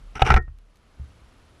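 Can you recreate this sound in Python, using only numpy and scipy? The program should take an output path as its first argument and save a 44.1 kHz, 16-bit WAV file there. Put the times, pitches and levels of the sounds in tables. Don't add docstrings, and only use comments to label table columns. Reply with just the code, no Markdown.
import sys
import numpy as np
from scipy import signal
from scipy.fft import rfft, irfft
from scipy.io import wavfile
from scipy.ndimage import uniform_filter1d

SR = 44100
rng = np.random.default_rng(int(sys.argv[2]) if len(sys.argv) > 2 else 0)


def to_wav(s):
    ch = np.atleast_2d(s).T
    pcm = np.round(np.clip(ch, -1, 1) * 32767)
    wavfile.write(sys.argv[1], SR, pcm.astype(np.int16))


N = 70560
TIME = np.arange(N) / SR


def knocks(shell):
    # start_s, shell_db, visor_db, crack_db
    hits = [(0.1951, -26.5, -27, -45), (0.2195, -8.5, 1, 0.5), (0.2219, -8, 8.5, -11), (0.3040, 7, -6, 4.5),
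            (0.318, -4, -21, -8), (0.3228, 0, -18, -16), (0.3409, -2, -3, 0), (0.364, 2, -24, -15)]
    # pitch_hz, level_db, fade_s
    visor_notes = [(735, 5, 0.016), (1455, -16.5, .02), (2530, -9.5, 0.011), (2920, -10, 0.017),
                   (3410, -15, 0.011), (3780, -12.5, .012), (8190, -38, 0.0063)]
    # pitch_hz, level_db
    crack_tone = [(200, -6.5), (700, -1), (1700, 5), (2700, -3), (3300, -14.5), (3900, -13), (4500, -20),
                  (5600, -19), (6800, -28), (9200, -30.5), (10500, -38.5), (15000, -42)]
    on_shell, on_visor, crack = np.zeros(N), np.zeros(N), 0
    for start_s, shell_db, visor_db, crack_db in hits:
        on_shell[int(start_s * SR)] += from_db(shell_db)
        on_visor[int(start_s * SR)] += from_db(visor_db)
        crack = crack + from_db(crack_db) * fade(start_s, fade_s=0.023)
    visor = through(on_visor, 2 * peak_one(ringing(visor_notes)))
    visor = cut_bass(visor, below_hz=560)
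    return through(on_shell, peak_one(shell)) + visor + with_tone(crack * rng.standard_normal(N), crack_tone)


def rubbing(shell):
    # start_s, length_s, start_db, end_db, grit_db (relative to the stroke)
    rubs = [(0.1511, .031, -29, -36.5, -9.5), (0.196, 0.044, -30.5, -29.5, -8),
            (0.245, 0.03, -14.5, -5, -11.5), (0.274, .018, -9.5, -9, -13.5), (0.294, .009, -5, -6, -22),
            (0.302, .019, -6, -6, -26), (0.33, .008, -15, -10.5, -14), (0.349, .011, -28.5, -28, -7.5),
            (0.3634, 0.014, -4.5, -6.5, -29.5)]
    # pitch_hz, level_db
    grit_tone = [(1500, -3.5), (2800, 14.5), (3700, -2), (4400, -13), (5800, 5), (6700, -16.5), (9200, -10),
                 (10000, -19), (13000, -29.5), (15500, -37.5)]
    rise_s, fall_s = 0.0036, 0.0028
    force, grit = 0, 0
    for start_s, length_s, start_db, end_db, grit_db in rubs:
        end_s = start_s + length_s
        stroke = from_db(np.interp(TIME, [start_s, end_s], [start_db, end_db]))
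        stroke *= (1 - np.exp(-since(start_s) / rise_s)) * np.exp(-since(end_s) / fall_s)
        force = force + stroke
        grit = grit + stroke * from_db(grit_db)
    shaken_shell = through(force * crackle(), shell / np.linalg.norm(shell))
    return shaken_shell + with_tone(grit * crackle(), grit_tone)


def helmet_shell():
    # pitch_hz, level_db, fade_s
    shell_notes = [(335, -2.5, 0.11), (385, -1, 0.046), (462, -2.5, 0.078), (735, 3, .065),
                   (890, -7.5, .055), (1012, -7, 0.06), (1269, 3.5, .055), (1360, 7, 0.061),
                   (1480, -0.5, 0.029), (1856, 1, 0.06), (1870, -6.5, 0.027), (2420, -5, 0.026),
                   (2860, -25, .018), (5510, -29.5, 0.0026)]
    tap_band = signal.butter(3, [150, 1850], "band", fs=SR, output="sos")
    tap = from_db(-6.5) * signal.sosfilt(tap_band, (TIME == 0) + 1e-18)
    return tap + ringing(shell_notes)


def rattle(touches):
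    # pitch_hz, level_db
    buzz_tone = [(100, -0.5), (300, -2), (800, -6), (1100, -13.5), (1400, -6.5), (2000, -9), (3000, -27.5),
                 (6000, -54)]
    tail = rng.standard_normal(N) * fade(0, fade_s=0.084)
    buzz = with_tone(through(touches, tail), buzz_tone)
    return from_db(-9.5) * np.std(touches) * level_one(buzz)


def metal_ping():
    start_s, pitch_hz = 0.3645, 1856
    return from_db(-11) * fade(start_s, fade_s=0.16) * np.sin(2 * np.pi * pitch_hz * since(start_s))


def mount_wobble():
    # start_s, level_db, length_s
    pushes = [(0.154, -33.5, 0.0071), (0.2175, -1, 0.0049), (0.293, -2.5, 0.0093), (0.308, -0.5, 0.0065),
              (0.338, 8.5, 0.017), (0.355, 3, 0.012)]
    # pitch_hz, level_db, fade_s
    mount_notes = [(38.5, -14, 0.69), (56, 10, 0.038), (70.3, -4, 0.2), (124, 2, .17)]
    force = 0
    for start_s, level_db, length_s in pushes:
        push = np.sin(np.pi * np.minimum(since(start_s) / length_s, 1)) ** 2
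        force = force + from_db(level_db) * push * 2 / (length_s * SR)
    wobble = sum(from_db(db) * fade(0, fade_s) * sine(hz) for hz, db, fade_s in mount_notes)
    sway_peak_s, sway_width_s = 0.07, 0.06
    sway = from_db(-36.5) * np.exp(-((TIME - sway_peak_s) / sway_width_s) ** 2) * sine(pitch_hz=37.4)
    return through(force, wobble) + sway


def soft_bumps():
    # start_s, thud_db, scuff_db
    bumps = [(0.4795, -22.5, -35.5), (0.997, -26, -54)]
    # pitch_hz, level_db, fade_s
    thud_notes = [(70.53, 4.5, .24), (117.2, -5.5, 0.2), (157.7, -27.5, 0.018)]
    # pitch_hz, level_db
    scuff_tone = [(100, 5), (300, 10.5), (800, 0), (1400, 4.5), (2600, -8.5), (4000, -32), (12000, -53)]
    clicks, scuff = np.zeros(N), 0
    for start_s, thud_db, scuff_db in bumps:
        clicks[int(start_s * SR)] += from_db(thud_db)
        scuff = scuff + from_db(scuff_db) * fade(start_s, fade_s=0.036)
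    thud = sum(from_db(db) / fade_s * fade(0, fade_s) * sine(hz) for hz, db, fade_s in thud_notes)
    thud *= 1 - np.exp(-TIME / 0.0022)
    return through(clicks, peak_one(thud)) + with_tone(scuff * rng.standard_normal(N), scuff_tone)


def twigs():
    # start_s, level_db
    ticks = [(0.424, -51.5), (0.587, -56.5), (0.757, -51), (0.771, -60)]
    # pitch_hz, level_db
    twig_tone = [(1000, -3), (3000, -2.5), (7000, -7), (14000, -14)]
    bursts = sum(from_db(level_db) * fade(start_s, fade_s=0.027) for start_s, level_db in ticks)
    return with_tone(crackle() * bursts, twig_tone)


def background():
    # pitch_hz, level_db
    air_tone = [(25, 2.5), (45, 4), (75, 2), (125, -6.5), (313, -12.5), (900, -19), (1300, -17),
                (1700, -22.5), (3000, -24.5), (6000, -32), (10000, -39.5), (12000, -44), (15500, -59)]
    pulsing = sine(23.8) < 0
    whine = from_db(-75) * pulsing * sine(pitch_hz=10710)
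    return from_db(-52.5) * with_tone(rng.standard_normal(N), air_tone) + whine


def crackle(clicks_per_s=2500, spread_db=5, hiss=0.3):
    sizes = from_db(spread_db * np.minimum(rng.exponential(1, N), 4)) * rng.choice([-1, 1], N)
    clicks = sizes * (rng.random(N) < clicks_per_s / SR)
    return level_one(level_one(clicks) + hiss * rng.standard_normal(N))


def ringing(notes):
    return sum((-1) ** k * from_db(db) * 2 * np.log(1000) / (fade_s * SR) * fade(0, fade_s) * sine(hz)
               for k, (hz, db, fade_s) in enumerate(notes))


def with_tone(sound, tone):
    pitch_hz, level_db = np.transpose(tone)
    all_hz = np.maximum(np.arange(N // 2 + 1) * SR / N, 1)
    gains = from_db(np.interp(np.log(all_hz), np.log(pitch_hz), level_db))
    return irfft(rfft(sound) * level_one(gains), N)


def cut_bass(sound, below_hz):
    return signal.sosfilt(signal.butter(2, below_hz, "high", fs=SR, output="sos"), sound)


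def through(force, answer):
    return signal.fftconvolve(force, answer)[:N]


def fade(start_s, fade_s):
    return (TIME >= start_s) * np.exp(-np.minimum(np.log(1000) * since(start_s) / fade_s, 50))


def since(start_s):
    return np.maximum(TIME - start_s, 0)


def sine(pitch_hz):
    return np.sin(2 * np.pi * pitch_hz * TIME)


def from_db(db):
    return 10 ** (np.asarray(db) / 20)


def level_one(sound):
    return sound / np.sqrt(np.mean(sound ** 2) + 1e-20)


def peak_one(sound):
    return sound / np.abs(sound).max()


def scene():
    shell = helmet_shell()
    touches = rubbing(shell) + knocks(shell)
    helmet = touches + rattle(touches) + metal_ping() + mount_wobble() + soft_bumps()
    return cut_bass(helmet + twigs() + background(), below_hz=22)[None]


def record(dry):
    limit_db, recovery_db_per_s = -5.5, 17.5
    average_s, look_ahead_s, react_s = 0.0035, 0.0015, 0.00052
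    power = uniform_filter1d(dry[0] ** 2, int(average_s * SR))
    over_db = np.maximum(10 * np.log10(np.maximum(power, 1e-12)) - limit_db, 0)
    recovery_db = recovery_db_per_s * TIME
    dip_db = np.maximum.accumulate(over_db + recovery_db) - recovery_db
    dip_db = np.interp(TIME + look_ahead_s, TIME, dip_db)
    smoothing = np.exp(-1 / (react_s * SR))
    turned_down = dry * from_db(-signal.lfilter([1 - smoothing], [1, -smoothing], dip_db))
    rounded = turned_down / (1 + turned_down ** 8) ** (1 / 8)
    return signal.sosfilt(signal.cheby2(12, 70, 16000, fs=SR, output="sos"), rounded)


dry = scene()
out = record(dry)
to_wav(out)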